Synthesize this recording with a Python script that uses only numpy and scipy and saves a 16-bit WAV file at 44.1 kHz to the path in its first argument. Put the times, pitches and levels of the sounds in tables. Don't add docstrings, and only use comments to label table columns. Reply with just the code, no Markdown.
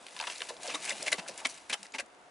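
import sys
import numpy as np
from scipy import signal
from scipy.io import wavfile
from scipy.ndimage import uniform_filter1d

SR = 44100
rng = np.random.default_rng(int(sys.argv[2]) if len(sys.argv) > 2 else 0)


def field_ratio(decibels):
    return 10 ** (np.asarray(decibels, dtype=float) / 20)


def transcribe(u):
    v = np.clip(np.atleast_2d(u).T, -1, 1)
    q = np.round(v * 32767).astype(np.int16)
    wavfile.write(sys.argv[1], SR, q)


N = 101430

# (frequency [Hz], level [dB])
GRIT_COLOUR = [(50, -22), (150, -34), (400, -2.5), (1300, -5.5), (2300, -5.5), (5000, -4), (10500, -5)]


def evened(x):
    return x / np.sqrt(np.mean(x ** 2) + 1e-20)


def read(points, hz):
    f, value = np.transpose(points)
    return np.interp(np.log(hz + 1), np.log(f + 1), value)


def level(curve):
    s, db = np.transpose(curve)
    return field_ratio(np.interp(np.arange(N) / SR, s, db))


def add(mix, s, sound):
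    part = mix[round(s * SR):][:len(sound)]
    part += sound[:len(part)]


def colour(x, points):
    log_gain = np.log(field_ratio(read(points, abs(np.fft.fftfreq(4096, 1 / SR)))))
    minimum_phase = np.exp(np.conj(signal.hilbert(log_gain)))
    taps = np.fft.ifft(minimum_phase).real[:2048]
    return signal.oaconvolve(x, taps)[:len(x)]


def resonate(x, hz, width_hz):
    r = np.exp(-np.pi * width_hz / SR)
    gain = (1 - r * r) / 2
    return signal.lfilter([gain, 0, -gain], [1, -2 * r * np.cos(2 * np.pi * hz / SR), r * r], x)


def resonate_twice(x, hz, width_hz):
    return resonate(resonate(x, hz, width_hz), hz, width_hz)


def treble(x, db):
    high = signal.lfilter(*signal.butter(2, 4500, "high", fs=SR), x)
    return x + (field_ratio(db) - 1) * high


def crackle(per_s, spread_db, smooth):
    happens = np.clip(per_s - rng.random(N) * SR, 0, 1)
    size_db = spread_db * np.minimum(rng.exponential(1, N), 4)
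    clicks = happens * field_ratio(size_db) * rng.standard_normal(N)
    hiss = rng.standard_normal(N)
    drift = uniform_filter1d(uniform_filter1d(rng.standard_normal(N), size=90), size=90)
    clumps = field_ratio(1.9 * evened(drift))
    return evened((evened(clicks) + smooth * hiss) * clumps)


def knocks():
    # (time [s], level [dB], pitch [Hz], time to fall 60 dB [s])
    blows = [(.165, -42, 1024, 0.066), (0.2001, -29, 900, 0.033), (.2121, -33.5, 898.1, 0.036),
             (0.2273, -28, 980, 0.021), (.2395, -36, 950, 0.054), (.273, -33, 983, 0.058),
             (.408, -41.5, 425, 0.058), (0.4198, -36.5, 1115, .04), (.499, -43, 880, 0.037),
             (0.5008, -40.5, 481, 0.12), (.53, -49, 483, 0.079), (.641, -42.5, 710, 0.09),
             (.653, -40.5, 787, 0.057), (.666, -42, 600, .05), (.681, -36.5, 542, 0.072),
             (.696, -37, 962, 0.067), (0.7409, -40, 299, 0.13), (.7415, -34.5, 947, 0.054),
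             (.915, -45.5, 564, 0.16), (0.926, -47.5, 215, 0.19), (.95, -44, 790, 0.071),
             (1.03, -39, 580, .06), (1.069, -35.5, 555, 0.063), (1.1218, -38.5, 1140, 0.16),
             (1.1228, -34, 409, 0.088), (1.181, -38, 988, 0.089), (1.183, -39, 190, 0.1),
             (1.225, -44.5, 803, 0.052), (1.261, -43, 1375, .05), (1.288, -42, 524, 0.095),
             (1.3, -55, 202, 0.16), (1.415, -43.5, 884, 0.11), (1.4515, -33.5, 1070, 0.068),
             (1.452, -37.5, 247, 0.073), (1.699, -46.5, 239, 0.17), (1.734, -40.5, 825, 0.1),
             (1.745, -40.5, 1290, 0.063), (1.79, -54.5, 201, 0.19), (1.835, -51, 840, 0.053),
             (1.944, -38.5, 878, 0.11), (1.946, -42, 267, 0.086), (1.99, -43, 557, 0.14),
             (2.02, -53, 230, 0.14)]
    out, t = np.zeros(N), np.arange(8000) / SR
    for s, db, hz, t60 in blows:
        fall = field_ratio(-60 * t / t60) * (1 - np.exp(-t * hz / 1.17))
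        smear = evened(resonate_twice(rng.standard_normal(len(t)), hz, 0.66 * hz))
        clean_share = 0.8 + 50 * t60 ** 2
        ring = clean_share * np.sin(2 * np.pi * hz * t)
        strength = field_ratio(db) * np.sqrt(np.mean(fall ** 2))
        add(out, s, strength * evened(fall * (ring + smear)))
    return out


def pings():
    # (time [s], peak level [dB], pitch [Hz], time to fall 60 dB [s])
    flicks = [(0.2703, -32, 2750, 0.015), (0.2725, -36, 3410, 0.031), (.3003, -31, 2700, 0.019),
              (.495, -39.5, 1027, 0.08), (0.697, -38, 2730, 0.033), (.711, -38, 2480, 0.026),
              (0.741, -35, 2850, 0.015), (.7455, -28.5, 3670, 0.032), (0.756, -31.5, 1150, 0.058),
              (.858, -36, 2200, 0.036), (0.876, -36, 2080, .04), (0.89, -29.5, 2880, 0.027),
              (0.906, -30.5, 2140, 0.027), (.913, -26, 1970, 0.018), (0.928, -35, 2800, .02),
              (1.067, -27.5, 3010, 0.016), (1.08, -30, 2120, 0.038), (1.121, -25, 2017, 0.06),
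              (1.184, -38.5, 1066, 0.056), (1.454, -26, 2155, .04), (1.697, -33, 1646, 0.04),
              (1.699, -30.5, 2310, 0.04), (1.7287, -28, 3150, 0.033), (1.7366, -28.5, 3080, 0.022),
              (1.857, -51, 1950, 0.023), (1.9217, -45, 6730, 0.018), (1.94, -35.5, 2420, 0.015),
              (1.948, -33.5, 2156, 0.024), (1.9858, -28.5, 2390, .035), (1.992, -31.5, 2477, 0.026),
              (2.004, -26.5, 1970, 0.02), (.2, -36, 3520, 0.021), (0.242, -38, 1936, 0.044)]
    rise_s, sharpness, rough_share = 0.0008, 4.5, 0.9
    out, t = np.zeros(N), np.arange(3000) / SR
    for s, db, hz, t60 in flicks:
        rough = evened(resonate_twice(rng.standard_normal(len(t)), hz, hz / sharpness))
        swell = field_ratio(db - 60 * t / t60) * (1 - np.exp(-t / rise_s))
        add(out, s, swell * (np.sin(2 * np.pi * hz * t) + rough_share * rough))
    return out


def scuffs():
    # (time [s], length [s], level [dB], ring pitch [Hz], treble [dB])
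    drags = [(0.266, 0.011, -53, 3140, -8), (0.295, 0.007, -56, 2780, -6.5),
             (0.306, 0.027, -52.5, 3200, 2.5), (0.482, 0.022, -51.5, 3820, 1),
             (0.685, 0.027, -49.5, 2640, -7), (0.713, 0.014, -58.5, 2600, -13),
             (0.735, 0.021, -46, 2220, 2), (0.846, 0.014, -49.5, 2160, 11), (0.87, 0.032, -46.5, 2580, -1),
             (0.898, 0.025, -51.5, 2160, 6.5), (1.057, 0.027, -42.5, 2300, -1.5),
             (1.114, 0.017, -40, 2220, 6.5), (1.175, 0.023, -50, 2770, -10), (1.273, 0.017, -53, 2500, 6.5),
             (1.285, 0.016, -63, 4500, -10), (1.373, 0.031, -54, 2390, 0.5),
             (1.446, 0.014, -42.5, 2150, -6), (1.485, 0.028, -53, 6050, 9.5), (1.693, 0.01, -51, 1710, 2.5),
             (1.703, 0.012, -57.5, 2160, -22), (1.723, 0.0088, -47.5, 3130, -2.5),
             (1.731, .008, -49, 1940, 1.5), (1.844, 0.013, -64.5, 2020, 2), (1.934, 0.026, -51.5, 1890, -4),
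             (1.98, 0.011, -51, 2240, -6), (1.994, 0.0076, -52.5, 1720, 1.5)]
    # (frequency [Hz], width [Hz], level [dB])
    wall_modes = [(1115, 106, 2), (1965, 2100, 1), (2630, 100, 1), (4150, 400, -7.5), (5500, 240, -13),
                  (5910, 510, -12)]
    rise_s, rise_share, release_t60_s = 0.0031, 0.14, 0.039
    wall_db, ring_db = -1, 1
    out, grit = np.zeros(N), crackle(per_s=8300, spread_db=2.0, smooth=0.66)
    for s, length, db, hz, treble_db in drags:
        t = np.arange(0, length + 0.052, 1 / SR)
        rise = np.minimum(t / (rise_s + rise_share * length), 1) ** 2
        release = field_ratio(-60 * np.maximum(t - length, 0) / release_t60_s)
        drive = grit[round(s * SR):][:len(t)] * rise * release
        wall = sum(field_ratio(mode_db) * resonate(drive, f, width) for f, width, mode_db in wall_modes)
        scrape = treble(colour(drive, GRIT_COLOUR) + field_ratio(wall_db) * wall, treble_db)
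        sound = scrape + field_ratio(ring_db) * resonate(drive, hz, 440.0)
        add(out, s, field_ratio(db) * evened(sound) * np.sqrt(len(t) / (length * SR)))
    return out


def rolling():
    # (time [s], level [dB])
    strength = [(0, -57), (.4, -58.5), (.7, -52), (1.0, -51.5), (1.4, -53.5), (1.7, -64.5), (2.3, -63)]
    # (frequency [Hz], level [dB])
    tone = [(60, -23), (150, -3.5), (250, 2), (550, 3), (1000, 4), (1500, -5), (3000, -42)]
    return level(strength) * evened(colour(crackle(per_s=600, spread_db=2.5, smooth=1.8), tone))


def snaps():
    # (time [s], peak level [dB], centre pitch [Hz])
    creases = [(.066, -30.5, 2640), (0.084, -36, 2700), (0.1642, -32, 2970), (0.19, -29, 3220),
               (0.1997, -21.5, 2720), (0.211, -24.5, 4170), (0.225, -30, 1820), (0.239, -26.5, 2040),
               (0.2709, -31, 2960), (0.3002, -39, 3400), (0.359, -32.5, 3200), (0.381, -32.5, 7000),
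               (0.405, -26, 2470), (0.4182, -19, 2630), (0.451, -41, 3780), (.567, -37.5, 3780),
               (0.632, -32.5, 6900), (0.676, -28, 6100), (.682, -25.5, 3380), (.835, -34, 8500),
               (0.894, -22, 6400), (0.905, -23, 3860), (1.027, -23, 7960), (1.1278, -10, 2550),
               (1.141, -27, 2850), (1.283, -29, 6540), (1.377, -30.5, 7550), (1.469, -28, 7950),
               (1.8302, -33.5, 4200), (1.921, -44, 4000), (1.8297, -32, 10300), (1.829, -40.5, 2020),
               (1.866, -41.5, 5500), (1.775, -46, 4800), (.191, -32, 2580), (1.543, -42, 5600),
               (2.06, -50.5, 8000), (1.303, -42, 5500), (1.311, -39.5, 5000), (1.227, -42, 4500),
               (1.4526, -24, 3500)]
    rattle_t60_s, sharpness = 0.004, 0.87
    out, t = np.zeros(N), np.arange(1200) / SR
    tick = 3.8 * np.exp(-((t - 0.0004) / 0.00004) ** 2)
    rise = np.minimum(t / 0.00056, 1)
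    fall = field_ratio(-60 * np.maximum(t - 0.0025, 0) / rattle_t60_s)
    for s, db, hz in creases:
        drive = colour((rng.standard_normal(len(t)) + tick) * rise * fall, GRIT_COLOUR)
        edge = field_ratio(-13.0) * np.gradient(drive)
        sound = edge + resonate_twice(drive, hz, hz / sharpness)
        add(out, s, field_ratio(db) * sound / abs(sound).max())
    return out


def rustle():
    # (time [s], level [dB])
    effort = [(0, -57), (.15, -51), (.25, -45.5), (.44, -46.5), (.53, -52.5), (.59, -57), (.63, -44.5),
              (.69, -43), (.79, -49), (.84, -41), (.95, -44.5), (1.04, -43), (1.24, -54.5), (1.55, -50),
              (1.65, -59), (1.8, -55), (1.9, -61.5), (2.1, -67.5)]
    # (frequency [Hz], level [dB])
    film = [(300, -33), (1300, -5.5), (2500, 2), (4500, -2.5), (7500, -3), (10800, -6)]
    return level(effort) * evened(colour(crackle(per_s=1500, spread_db=4.5, smooth=2.2), film))


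def slope(x, t60):
    taps = np.zeros(4400)
    at = np.arange(20, 4370, 22) + rng.integers(0, 22, 198)
    taps[at] = rng.choice([-1., 1.], 198) * field_ratio(-60 * at / SR / t60)
    return signal.oaconvolve(x, taps / np.linalg.norm(taps))[:N]


def breeze():
    # (frequency [Hz], level per Hz [dB])
    tone = [(25, 1.5), (100, -33), (230, -6), (800, -0.5), (1500, -2.5), (3500, -14.5), (11000, -29)]
    # (frequency [Hz], likeness [0 to 1])
    likeness = [(60, 0.47), (250, 0.25), (2000, 0.067)]
    frames, hz = N // 128 + 5, np.fft.rfftfreq(512, 1 / SR)
    a, b, c, d, patches = rng.standard_normal((frames, 257, 5)).T
    patches = uniform_filter1d(uniform_filter1d(patches, size=6, axis=0), size=16, axis=1)
    patch_db = (-0.1 + 4.2 * np.exp(-hz / 120)[:, None]) * evened(patches)
    same = np.clip(read(likeness, hz), -1, 1)[:, None]
    left = a + 1j * b
    right = same * left + np.sqrt(1 - same ** 2) * (c + 1j * d)
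    z = np.array([left, right]) * field_ratio(read(tone, hz)[:, None] + patch_db)
    wind = signal.istft(z, nperseg=512, noverlap=384)[1][:, :N]
    return field_ratio(-59.5) * evened(wind)


def drone():
    # (time [s], level [dB])
    swell = [
        (0, -69),
        (1.2, -80),
        (1.6, -74.5),
        (2.3, -66),
    ]
    hz = 721.4
    note = np.sqrt(2) * np.sin(2 * np.pi * hz * np.arange(N) / SR)
    waver = 0.27 * evened(resonate(rng.standard_normal(N), hz, 12.0))
    return level(swell) * (note + waver)


def scene():
    direct = knocks() + pings() + scuffs() + rolling() + snaps() + rustle()
    ground_s, ground_db, slap_db, side_db, left_db = 0.00041, -11, -11.5, -15, 1.3
    bounced = np.roll(direct, round(ground_s * SR))
    near = direct + field_ratio(ground_db) * resonate(bounced, 1110.0, 670.0)
    mid = near + field_ratio(slap_db) * slope(near, 0.058)
    side = field_ratio(side_db) * treble(slope(near, 0.09), 1.3)
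    left, right = (mid + side) * field_ratio(left_db / 2), (mid - side) / field_ratio(left_db / 2)
    return np.array([left, right]) + breeze() + drone()


def top_cut(x):
    return signal.sosfilt(signal.butter(12, 12330, fs=SR, output="sos"), x)


def record(dry):
    thin = signal.lfilter(*signal.butter(1, 120., "high", fs=SR), dry)
    low_pass = signal.firwin(135, 10980, window=("kaiser", 5), fs=SR)
    limited = signal.oaconvolve(thin, low_pass[None], "same")
    return top_cut(limited)


dry = scene()
out = record(dry)
transcribe(out)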